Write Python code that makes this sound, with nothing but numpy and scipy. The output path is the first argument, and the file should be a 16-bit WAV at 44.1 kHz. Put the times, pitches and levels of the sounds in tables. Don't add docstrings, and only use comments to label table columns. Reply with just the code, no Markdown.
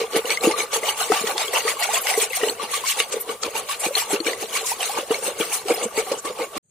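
import sys
import numpy as np
from scipy import signal
from scipy.fft import rfft, irfft, next_fast_len
from scipy.io import wavfile
from scipy.ndimage import uniform_filter1d

SR = 44100
rng = np.random.default_rng(int(sys.argv[2]) if len(sys.argv) > 2 else 0)


def decibels_to_gain(level_db):
    exponent = np.asarray(level_db, float) / 20
    return 10 ** exponent


def put_to_file(sound):
    columns = np.atleast_2d(sound).T
    safe = np.clip(columns, -1, 1)
    whole_steps = np.round(safe * 32767)
    wavfile.write(sys.argv[1], SR, whole_steps.astype(np.int16))


N = 295470
PADDED = next_fast_len(N + SR // 4)
HZ = np.maximum(np.arange(PADDED // 2 + 1) * SR / PADDED, 1)
CHURN_END_S, YARD_START_S = 6.581, 6.615
LOW_CUT_HZ = 170

# pitch_hz, level_db (per Hz)
YARD_SPECTRUM = [(24, -52), (40, -22), (170, 1), (298, -22), (442, -15), (922, -31), (3300, -32),
                 (3730, -39), (4010, -29), (5650, -39), (6390, -11), (7400, -19), (8580, -12), (9690, -33),
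                 (14000, -38)]
# time_s, level_db
YARD_FADE = [
    (6.63, -76),
    (6.66, -68),
    (6.675, -71),
    (6.7, -62),
]
# pitch_hz, level_db (per Hz)
AIR_SPECTRUM = [(400, -22), (1500, -0.5), (5000, -8), (9000, -0.5), (16000, -5.5)]
# pitch_hz, level_db (per Hz)
RUMBLE_SPECTRUM = [(12, -33), (40, -3.5), (206, -0.5), (265, -3), (300, -41), (390, 10), (660, -120)]
# pitch_hz, level_db (per Hz)
PALM_SPECTRUM = [(4800, -14), (5600, -6.5), (6500, -1), (8500, 0), (10000, -1), (12000, -6), (14000, -9),
                 (16000, -6)]
# start_s, peak_db, centre_hz
SLIPS = [(0.169, -11, 9700), (0.7263, -18, 6350), (1.1215, -18, 7200), (1.2709, -20, 6520),
         (1.381, -18.5, 7900), (1.67, -30, 8370), (1.802, -14, 10900), (2.0176, -13.5, 11500),
         (2.181, -14, 7900), (2.2213, -26, 8100), (2.879, -10.5, 6870), (2.996, -29, 8200),
         (3.128, -13.5, 7450), (3.2115, -11.5, 11800), (3.4302, -14.5, 6500), (3.8045, -12.5, 9100),
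         (4.113, -14.5, 8530), (4.6656, -15, 6100), (5.1186, -18, 8700), (5.3917, -20, 7840),
         (5.5346, -9.5, 8950), (5.7455, -17.5, 11900), (5.839, -10.5, 7700), (6.189, -18.5, 7000),
         (6.2557, -20, 8760)]
# centre_hz, width_hz, level_db (not used)
POT_AIR = [(447, 67, 0), (1176, 64, -9), (2280, 144, -11), (2825, 100, -12), (4300, 110, -15),
           (5090, 140, -19)]
POT_LIFT_DB = [4.0, 4.5, 4.2, 5.1, 4.0, 3.5]
# time_s, pitch_hz, level_db (over spray)
NECK_HUM = [
    (0.0, 1160, -8),
    (.7, 1160, -8.5),
    (1.199, 1121, -11),
    (2.5, 1116, -14),
    (3.201, 1155, -12.5),
    (4.5, 1118, -15),
    (5.2, 1131, -18),
    (6.58, 1127, -6),
]
# pitch_hz, level_db, t60_s
CLAY_MODES = [(742, 1, 0.034), (1300, -0.5, 0.025), (1500, -9.5, 0.04), (1990, -15, 0.049)]
# start_s, peak_db
THUDS = [
    (1.1185, -8),
    (2.4337, -20),
    (5.109, -19.5),
]
# start_s, peak_db
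KNOCKS = [
    (1.1202, -10),
    (2.0702, -6.5),
    (2.4333, -22.5),
    (3.0016, -2),
    (3.9523, -12.5),
    (4.2684, -13),
    (5.11, -35),
]
# start_s, peak_db
MORE_KNOCKS = [(0.2543, -20), (0.3045, -2), (0.3729, -29.5), (0.4355, -8), (0.512, -8), (0.5866, -12),
               (0.6044, -11.5), (0.7313, -10), (0.8325, -30), (1.3798, -1), (1.4798, -32), (1.6797, -6),
               (2.0696, -7.5), (2.1381, -22), (2.3326, -31), (2.433, -19.5), (2.4834, -8), (3.0011, -3),
               (3.4339, -1), (3.9514, -15), (4.2018, -23.5), (4.2457, -11.5), (4.2658, -8), (4.804, -15),
               (5.1093, -29), (5.6838, -6)]
# start_s, peak_db
SURFACE_BREAKS = [(0.512, -11), (0.73, -7.5), (0.833, -35), (1.269, -9), (2.597, -28), (2.735, -11),
                  (2.855, -11), (3.121, -10), (3.291, -44), (3.423, -23), (3.55, -17), (3.686, -12),
                  (3.801, -26), (4.203, -23), (5.249, -37), (5.394, -19), (5.662, -23), (5.971, -25),
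                  (6.115, -10.5), (6.248, -15.5), (6.396, -24.5)]
# start_s, peak_db
SWINGS = [(0.441, -26.5), (0.47, -22.5), (1.116, -29), (1.241, -29), (1.211, -30), (2.632, -36),
          (3.863, -26), (4.131, -26), (5.401, -28), (5.853, -25.5), (4.435, -39), (6.562, -34.5)]
# start_s, peak_db, pitch_hz, wall_db (relative to peak)
GULPS = [(0.163, -12, 438, -3), (0.247, -16.5, 492, -12), (0.44, -21.5, 398, 0), (0.4715, -6, 451, -0.5),
         (2.999, -18.5, 460, -15.5), (.828, -18, 465, -35), (1.1167, -9, 443, -9), (1.238, -13.5, 444, -35),
         (1.536, -14, 557, -19.5), (1.65, -14, 453, -40), (2.175, -8.5, 447, -50), (2.431, -8.5, 430, -22),
         (2.491, -18, 500, -9), (3.166, -13.5, 477, -64), (3.294, -16, 447, -33), (3.46, -26.5, 450, 2.5),
         (3.863, -17.5, 487, -2.5), (4.106, -23.5, 447, -37.5), (4.13, -11.5, 393, -3.5),
         (4.202, -25, 458, 6.5), (4.262, -20.5, 460, -0.5), (4.984, -16.5, 570, -4),
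         (5.106, -8.5, 447, -6.5), (5.279, -15.5, 546, -14), (5.401, -13, 445, -5), (5.709, -10, 456, -4),
         (5.976, -11, 425, -10.5), (6.115, -7.5, 535, -14), (6.248, -22, 487, -2.5), (6.402, -20, 478, -8)]
# start_s, peak_db, pitch_hz
GURGLES = [(0.013, -14.5, 468), (0.035, -19, 447), (0.148, -10, 441), (0.19, -19, 448), (0.512, -17.5, 458),
           (0.591, -21, 434), (0.633, -22.5, 474), (0.732, -16, 540), (0.775, -19, 458), (1.27, -26, 431),
           (1.289, -28, 425), (1.349, -24.5, 378), (1.443, -28, 447), (1.483, -27, 400), (2.227, -21, 433),
           (2.306, -23, 503), (2.627, -29, 457), (3.128, -39, 428), (3.964, -22.5, 425), (4.422, -25, 357),
           (4.444, -23, 460), (5.028, -22, 546), (5.184, -22, 522), (5.498, -27, 424), (5.654, -19.5, 400),
           (5.773, -21, 480), (5.858, -18.5, 468), (6.028, -26, 476), (6.133, -18.5, 435),
           (6.279, -30, 484), (6.304, -19, 483), (6.43, -19, 516), (6.564, -22, 329)]
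# start_s, peak_db, pitch_hz
STRAY_GURGLES = [
    (.758, -16, 480),
    (1.1, -5.5, 433),
    (3.884, -14.5, 500),
    (3.907, -15.5, 555),
    (5.1, -21, 500),
    (3.486, -24, 490),
    (2.4965, -9.5, 4200),
    (5.4, -19, 2700),
    (7.4, -14, 468),
]
# start_s, peak_db, pitch_hz
PLOPS = [(.161, -19.5, 800), (0.538, -19, 1155), (1.002, -19.5, 1263), (1.121, -17, 745),
         (1.297, -20.5, 770), (1.543, -45, 930), (1.673, -19, 1230), (1.813, -18, 696), (1.889, -13, 800),
         (1.935, -19, 658), (1.969, -15, 1040), (2.371, -20.5, 727), (2.433, -20.5, 674),
         (2.596, -22, 1120), (2.735, -19, 1112), (2.838, -18, 1030), (3.43, -20.5, 1280),
         (3.553, -16.5, 880), (3.694, -20, 1090), (3.838, -18, 805), (4.104, -16, 760),
         (4.264, -20.5, 1560), (4.56, -20.5, 1060), (4.717, -14, 897), (4.895, -16, 784),
         (4.974, -13.5, 860), (5.683, -21, 720), (6.397, -17, 868)]
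# start_s, peak_db, pitch_hz
BLIPS = [(.335, -26.5, 950), (0.594, -31, 666), (.836, -17.5, 627), (1.011, -15, 755), (1.271, -26, 900),
         (1.38, -39, 710), (1.768, -25, 1095), (2.053, -21.5, 800), (2.092, -28, 1085), (2.11, -16.5, 746),
         (2.15, -19.5, 700), (3.293, -24, 1122), (3.816, -26, 696), (3.971, -23.5, 1160),
         (4.02, -19.5, 904), (5.135, -23, 790), (5.16, -32, 890), (5.779, -20.5, 730), (5.972, -22, 853),
         (6.117, -19, 553), (6.253, -24, 1108)]
# start_s, peak_db, pitch_hz
DROPS = [(.306, -12, 2210), (.3722, -11.5, 2070), (.4363, -18, 2320), (.5117, -16, 2090),
         (.6035, -13, 2280), (.8325, -17.5, 2070), (1.1205, -22, 1880), (1.271, -19, 1890),
         (1.5329, -19, 1920), (1.5715, -16.5, 2230), (1.679, -13, 1910), (1.8243, -14.5, 1925),
         (2.068, -14.5, 2000), (2.139, -12, 2015), (2.3317, -16, 2080), (2.4344, -16, 1870),
         (2.866, -21.5, 2200), (3.5508, -25, 2330), (4.2677, -13.5, 2280), (4.332, -15.5, 1990),
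         (4.5511, -16.5, 2190), (5.1425, -17.5, 2180), (5.4087, -18.5, 2320), (5.705, -15, 2180),
         (5.9783, -20, 2210)]
# start_s, peak_db, pitch_hz
SPATTER = [(.255, -19.5, 2880), (0.7374, -16.5, 4300), (1.3803, -17, 3500), (1.48, -17, 3200),
           (1.604, -18.5, 2790), (1.9434, -12, 3340), (2.484, -14.5, 2950), (3.0004, -11.5, 2805),
           (3.294, -25, 2960), (3.435, -19, 4300), (3.5635, -18, 2740), (3.9521, -6.5, 4130),
           (4.16, -17.5, 2690), (4.2022, -16, 4300), (4.807, -16.5, 3060), (4.829, -14, 2660),
           (5.109, -19, 2840)]
# start_s, peak_db, pitch_hz
FLECKS = [(0.304, -15, 4340), (0.409, -20, 4080), (.5935, -19, 2400), (.7312, -34, 2430),
          (1.2715, -18, 3320), (1.7918, -30, 2540), (2.068, -17.5, 2830), (2.151, -16, 1980),
          (2.304, -21.5, 2620), (2.413, -18, 1910), (2.434, -14.5, 2900), (2.8619, -27, 5130),
          (3.8372, -24, 2800), (3.97, -35, 2950), (4.246, -27, 2780), (4.5665, -20, 2800),
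          (5.143, -16.5, 4240), (5.264, -24, 4060), (5.4081, -14, 3220), (5.746, -16, 5100),
          (5.8282, -22, 2820)]
# pitch_hz, level_db (per Hz)
SLOSH_SPECTRUM = [(200, -11.5), (270, -15.5), (340, -17.5), (450, 12), (620, -43.5), (900, -43.5)]
# pitch_hz, level_db (per Hz)
FROTH_SPECTRUM = [(450, -4.5), (680, 1.5), (850, 3), (1150, -4), (1500, -5.5), (1900, -42)]
# pitch_hz, level_db (per Hz)
SPRAY_SPECTRUM = [(1300, -8), (1700, -4), (2100, 2), (3000, 0.5), (3700, -2), (4400, -2), (5000, -9),
                  (6200, -12.5)]
# time_s, vigour_db, depth_db (extra slosh), grip_db (extra rub)
FORWARD_ROLLS = [(.005, -29, 2, -8), (0.316, -26, -5, -3), (0.603, -25.5, 0.5, -3.5),
                 (.89, -25, -9.5, -3.5), (1.144, -27, -11, -1.5), (1.409, -27, -13.5, 0),
                 (1.692, -25.5, -8.5, 0.5), (1.963, -24.5, -15.5, 0), (2.219, -24, -17, 1),
                 (2.491, -32, 7, -1.5), (2.755, -28, -13.5, 1.5), (3.002, -22.5, -22.5, -3),
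                 (3.3, -34, 7.5, -2.5), (3.575, -31, 1, 0), (3.852, -27, -10, 0.5), (4.134, -27, 3, -6),
                 (4.422, -34, -2.5, 4), (4.692, -31.5, -15, 7.5), (4.983, -29, 1, -4),
                 (5.275, -31.5, 4, 3.5), (5.551, -31, -14, 3.5), (5.829, -33.5, 8, -4), (6.129, -36, 7, -2),
                 (6.418, -34.5, 6, -2.5)]
# time_s, vigour_db, depth_db (extra slosh), grip_db (extra rub)
BACK_ROLLS = [(0.169, -24, 3.5, -8.5), (0.452, -26, 5.5, -4), (.749, -24, -12, -1.5), (1.014, -27, -13, 2),
              (1.296, -29.5, -0.5, -1.5), (1.556, -24, -11, -4), (1.838, -25, -26, -3),
              (2.092, -26.5, -25, 1.5), (2.359, -30, -45, 2), (2.631, -29.5, 2.5, -9),
              (2.902, -24.5, -45, 2), (3.143, -37.5, 6, 1), (3.448, -31, 0, -8.5), (3.721, -28, -26, -0.5),
              (3.985, -23.5, -31, 0), (4.276, -27, 2, -4), (4.572, -26, -11, 0), (4.828, -29.5, -12, 0),
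              (5.138, -29, -4, -2), (5.418, -30, 1.5, 0), (5.703, -30, 10, -4.5), (5.997, -29, 0.5, 0.5),
              (6.278, -32.5, 4.5, -6), (6.574, -34.5, 0.5, -6)]
# time_s, wash_db (what is left)
FAR_TURNS = [(0.087, -44), (0.399, -40.5), (.692, -46), (.952, -36.5), (1.246, -29.5), (1.501, -35),
             (1.766, -37), (2.023, -35), (2.294, -38), (2.565, -43), (2.824, -34.5), (3.073, -41.5),
             (3.391, -51.5), (3.658, -41.5), (3.912, -40), (4.224, -46), (4.479, -38.5), (4.775, -38),
             (5.06, -43.5), (5.351, -41), (5.644, -42), (5.903, -45), (6.22, -49.5), (6.504, -50)]
# time_s, wash_db (what is left)
NEAR_TURNS = [(0.228, -41), (0.553, -34.5), (0.808, -37), (1.083, -32), (1.353, -34), (1.636, -31.5),
              (1.892, -30), (2.167, -29.5), (2.41, -28.5), (2.679, -36.5), (2.966, -31.5), (3.254, -46),
              (3.521, -40), (3.782, -40), (4.08, -37), (4.375, -38.5), (4.634, -35), (4.942, -32),
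              (5.2, -37.5), (5.477, -32.5), (5.789, -32.5), (6.039, -37.5), (6.341, -45)]
# time_s, froth_db (over spray)
AERATION = [
    (0, -8),
    (1.2, 4),
    (2.1, 5),
    (2.8, -9.5),
    (3.5, 1),
    (4.6, -2),
    (5.1, -0.5),
    (6.6, 0.5),
]
# slosh_db, froth_db, spray_db, rub_db
REST_DB = [-1.5, -2, -6.5, -6]
# pitch_hz, likeness (0 to 1)
PORT_LIKENESS = [(60, 0.75), (130, 0.94), (290, 0.98), (640, 0.94), (1200, 0.32), (2200, 0.75), (4000, 0.2),
                 (7000, .0), (15000, 0.0018)]
# pitch_hz, left_minus_right_db
PORT_LEAN = [(60, 0), (110, 0), (200, 0.5), (380, 2), (700, -4), (1290, 3), (2380, 1), (4400, -.5),
             (8120, 3), (15000, 0)]


def rms_one(x):
    return x / np.sqrt(np.mean(x ** 2) + 1e-20)


def at_hz(points, hz=HZ):
    table_hz, value = np.transpose(points)
    return np.interp(np.log(hz), np.log(table_hz), value)


def filtered(x, response):
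    return irfft(rfft(x, PADDED) * response, PADDED)[..., :N]


def butter(x, order, hz, kind):
    return signal.sosfilt(signal.butter(order, hz, kind, fs=SR, output="sos"), x)


def patches(level_db, patchy_db):
    r = np.exp(-80 * np.pi * 19.75 / SR)
    slow = signal.lfilter([1], [1, -2 * r, r * r], rng.standard_normal(N // 40 + 2002))[2000:]
    return np.repeat(decibels_to_gain(level_db + patchy_db * rms_one(slow)), 40)[:N]


def coloured(spectrum):
    return rms_one(filtered(rng.standard_normal((2, N)), decibels_to_gain(at_hz(spectrum))))


def grains(spectrum, per_s, cycles, spread_db, noise_share, patchy_db, together, count):
    sizes = decibels_to_gain(spread_db * np.minimum(rng.exponential(1, (2, N)), 4)) * rng.choice([-1, 1], (2, N))
    clicks = rms_one(sizes * (rng.random((2, N)) < per_s / SR))
    dealt = rng.integers(0, count, N)
    bed = rng.standard_normal((2, 2, N))
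    out = 0
    for k, hz in enumerate(np.geomspace(spectrum[0][0], spectrum[-1][0], count)):
        bursts = clicks * (np.sqrt(count) * (dealt == k) + together)
        drive = (1 - noise_share) * bursts + noise_share * bed[k % 2]
        r, w = decibels_to_gain(-60 * hz / (cycles * SR)), 2 * np.pi * hz / SR
        ring = [1, 0, -1, 1, -2 * r * np.cos(w), r * r]
        voice = rms_one(signal.sosfilt([ring, ring], drive))
        out = out + voice * (np.sqrt(hz) * patches(at_hz(spectrum, hz), patchy_db))
    return rms_one(out)


def bubbles(table, cycles, rise, onset_cycles, gain_db):
    out, t = np.zeros((2, N + SR)), np.arange(SR // 10) / SR
    for (s, peak_db, hz, *_), (turn, life, place) in zip(table, rng.random((len(table), 3))):
        turns = hz * t
        decay = decibels_to_gain(-60 * turns / (cycles * (0.82 + 2.06 * life)))
        shape = (1 - np.exp(-turns / onset_cycles)) * decay
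        gliding = turns * (1 - rise + rise * turns / 8)
        tone = np.sin(2 * np.pi * (gliding + turn / 4 + np.array([[0], [place]])))
        out[:, round(s * SR):][:, :len(t)] += decibels_to_gain(peak_db + gain_db) * shape / shape.max() * tone
    return out[:, :N]


def cracks(table, band_hz, gain_db, length_s):
    out, t = np.zeros((2, N + SR)), np.arange(SR // 12) / SR
    swell = t / length_s * np.exp(1 - t / length_s)
    for (s, peak_db, *_), burst in zip(table, rng.standard_normal((len(table), 2, len(t)))):
        out[:, round(s * SR):][:, :len(t)] += decibels_to_gain(peak_db + gain_db) * burst * swell
    return butter(out[:, :N], 2, band_hz, "band")


def yard():
    t = np.arange(N) / SR
    return decibels_to_gain(np.interp(t, *np.transpose(YARD_FADE))) * coloured(YARD_SPECTRUM)


def still_air():
    return patches(-58.0, patchy_db=2.5) * coloured(RUMBLE_SPECTRUM) + decibels_to_gain(-48) * coloured(AIR_SPECTRUM)


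def slips():
    swell_s, lag_s, span = 0.0087, 0.0022, 1.21
    out, t = np.zeros((2, N + SR)), np.arange(SR // 20) / SR
    middle_s = t.mean()
    for (s, peak_db, hz), burst in zip(SLIPS, rng.standard_normal((len(SLIPS), 2, len(t)))):
        hiss = rms_one(butter(burst, 2, [hz / span, min(hz * span, SR / 2.2)], "band"))
        puff = hiss * np.exp(-((t - middle_s) / swell_s) ** 2 / 2)
        out[:, round((s + lag_s - middle_s) * SR):][:, :len(t)] += decibels_to_gain(peak_db - 15.0) * puff
    return out[:, :N]


def palms(rub_gain):
    rub = grains(PALM_SPECTRUM, 4400, cycles=18.8, spread_db=1.0, noise_share=0.72, patchy_db=2.9,
                 together=2.7, count=17)
    grip = patches(0.87, patchy_db=2.2)
    return grip * rub_gain * rub + slips()


def pot_air():
    modes = zip(POT_AIR, POT_LIFT_DB)
    return 1 + sum((decibels_to_gain(db) - 1) / (1 + 2j * (HZ - hz) / width) for (hz, width, _), db in modes)


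def neck(wash_gain):
    s, hz, db = np.transpose(NECK_HUM)
    t = np.arange(N) / SR
    slow = butter(rng.standard_normal((2, 2, N)), 2, 39.4, "low")
    phase = 2 * np.pi * np.cumsum(np.interp(t, s, hz)) / SR
    hum = rms_one(slow[0] * np.cos(phase) + slow[1] * np.sin(phase))
    return wash_gain * decibels_to_gain(np.interp(t, s, db)) * hum


def thuds():
    out, t = np.zeros((2, N + SR)), np.arange(SR // 10) / SR
    for s, peak_db in THUDS:
        ring = sum(decibels_to_gain(peak_db + db - 60 * t / t60) * np.sin(2 * np.pi * hz * t) for hz, db, t60 in CLAY_MODES)
        out[:, round(s * SR):][:, :len(t)] += ring * np.minimum(t / 0.002, 1)
    return out[:, :N]


def film_pricks():
    born = rng.random(N) < 260 / SR
    pricks = born * rng.standard_normal((2, N)) + 1e-18
    return rms_one(butter(pricks, 2, [1200, 6700], "band"))


def contacts(spray_gain):
    hits = cracks(MORE_KNOCKS, [1300, 7000], gain_db=-10.0, length_s=0.0005) + thuds()
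    late = bubbles(STRAY_GURGLES, cycles=16.0, rise=0.02, onset_cycles=0.8, gain_db=-6.0)
    prickle = decibels_to_gain(-10.5) * spray_gain * film_pricks()
    return butter(filtered(hits + late + prickle, pot_air()), 2, 2 * LOW_CUT_HZ, "high")


def clay_lows():
    wall = [(s, peak_db + wall_db, 333 * (hz / 460) ** 0.26) for s, peak_db, hz, wall_db in GULPS]
    swing = [(s, peak_db, 223) for s, peak_db in SWINGS]
    low = bubbles(wall, cycles=8.0, rise=0.0094, onset_cycles=0.6, gain_db=-1.0)
    return low + bubbles(swing, cycles=5.9, rise=0.016, onset_cycles=0.22, gain_db=1.5)


def surface_hits():
    slaps = cracks(DROPS + SPATTER, [1200, 6600], gain_db=-11.0, length_s=0.0012)
    breaks = cracks(SURFACE_BREAKS, [700, 8300], gain_db=-14.5, length_s=0.0055)
    return slaps + breaks + cracks(KNOCKS, [1200, 7000], gain_db=-7.5, length_s=0.0005)


def pockets():
    wide = [row for row in PLOPS + BLIPS if row[2] < 1000]
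    small = [row for row in PLOPS + BLIPS if row[2] >= 1000]
    out = bubbles(GULPS + GURGLES, cycles=13.0, rise=0.055, onset_cycles=1.7, gain_db=-6.0)
    out = out + bubbles(wide, cycles=26.0, rise=0.04, onset_cycles=0.8, gain_db=-5.0)
    out = out + bubbles(small, cycles=40.0, rise=0.015, onset_cycles=1.2, gain_db=-4.0)
    return out + bubbles(DROPS + SPATTER + FLECKS, cycles=42.0, rise=0.008, onset_cycles=2.5, gain_db=-6.0)


def wash(slosh_gain, froth_gain, spray_gain):
    slosh = grains(SLOSH_SPECTRUM, 700, cycles=5.8, spread_db=1.8, noise_share=0.52, patchy_db=2.8,
                   together=0.064, count=8)
    froth = grains(FROTH_SPECTRUM, 500, cycles=15.7, spread_db=2.0, noise_share=0.58, patchy_db=5.0,
                   together=1.0, count=12)
    spray = grains(SPRAY_SPECTRUM, 1300, cycles=20.0, spread_db=2.6, noise_share=0.5, patchy_db=3.0,
                   together=1.2, count=16)
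    stirred = decibels_to_gain(-3.0) * slosh_gain * slosh + decibels_to_gain(-1.0) * (froth_gain * froth + spray_gain * spray)
    return patches(0.045, patchy_db=0.5) * stirred


def curd(slosh_gain, froth_gain, spray_gain):
    hum = neck(np.sqrt(spray_gain * decibels_to_gain(-33.5)))
    inside = wash(slosh_gain, froth_gain, spray_gain) + hum + pockets() + surface_hits()
    return butter(filtered(inside, pot_air()) + clay_lows(), 2, LOW_CUT_HZ, "high")


def stroke_levels(roundness):
    roll_s, vigour_db, depth_db, grip_db = np.transpose(FORWARD_ROLLS + BACK_ROLLS)
    froth_db = np.interp(roll_s, *np.transpose(AERATION)) + 0.29 * depth_db
    peaks = vigour_db + depth_db, vigour_db + froth_db, vigour_db, vigour_db + grip_db
    turn_s, wash_db = np.transpose(FAR_TURNS + NEAR_TURNS)
    mean_db = -46.5
    thick_db = mean_db + 0.72 * (wash_db - mean_db)
    rests = np.array([thick_db, thick_db, wash_db, wash_db]) + np.array(REST_DB)[:, None]
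    times = np.r_[roll_s, turn_s]
    order, steps = np.argsort(times), np.arange(len(times))
    place = np.interp(np.arange(N) / SR, times[order], steps)
    place = place - 0.19 * np.sin(2 * np.pi * place) / (2 * np.pi)
    gains = []
    for top, rest in zip(peaks, rests):
        joined = np.interp(place, steps, decibels_to_gain(np.r_[top, rest])[order] ** roundness)
        gains.append(joined ** (1 / roundness))
    return gains


def two_ports(x):
    alike = np.clip(at_hz(PORT_LIKENESS), 0, 0.999)
    side = filtered(x[1], np.sqrt((1 - alike) / (1 + alike)))
    lean = decibels_to_gain(at_hz(PORT_LEAN) / 2)
    return filtered(np.array([x[0] + side, x[0] - side]), np.array([lean, 1 / lean]))


def scene():
    slosh_gain, froth_gain, spray_gain, rub_gain = stroke_levels(roundness=0.058)
    churn = still_air() + palms(rub_gain) + contacts(spray_gain) + curd(slosh_gain, froth_gain, spray_gain)
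    return two_ports(np.where(np.arange(N) / SR < YARD_START_S, churn, yard()))


def starved_bands(x, margin_db, depth_db, from_hz):
    hz, _, cells = signal.stft(np.array([x[0] + x[1], x[0] - x[1]]) / 2, SR, nperseg=1024)
    power = uniform_filter1d(np.abs(cells) ** 2, size=3, axis=2)
    narrow, broad = uniform_filter1d(power, size=4, axis=1), uniform_filter1d(power, size=40, axis=1)
    narrow = narrow[:, np.minimum(np.arange(len(hz)) // 5 * 5 + 2, len(hz) - 1)]
    limit = broad * decibels_to_gain(2 * margin_db + 2 * (hz[:, None] > SR / 4))
    weak = (narrow < limit) & (hz[:, None] > from_hz)
    mid, side = signal.istft(cells * np.where(weak, decibels_to_gain(depth_db), 1), SR, nperseg=1024)[1][:, :N]
    return np.array([mid + side, mid - side])


def low_pass(x):
    return signal.sosfilt(signal.butter(12, 15970, fs=SR, output="sos"), x)


def record(dry):
    thinned = starved_bands(dry, margin_db=-2.0, depth_db=-28.0, from_hz=4300)
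    rolled_off = signal.sosfilt(signal.cheby2(12, 60, 16200, fs=SR, output="sos"), thinned)
    t = np.arange(N) / SR
    churn_on = np.clip((CHURN_END_S - t) / 0.0004, 0, 1)
    yard_on = np.clip((t - YARD_START_S - 0.012) / 0.004, 0, 1)
    return low_pass(rolled_off * (churn_on + yard_on))


dry = scene()
out = record(dry)
put_to_file(out)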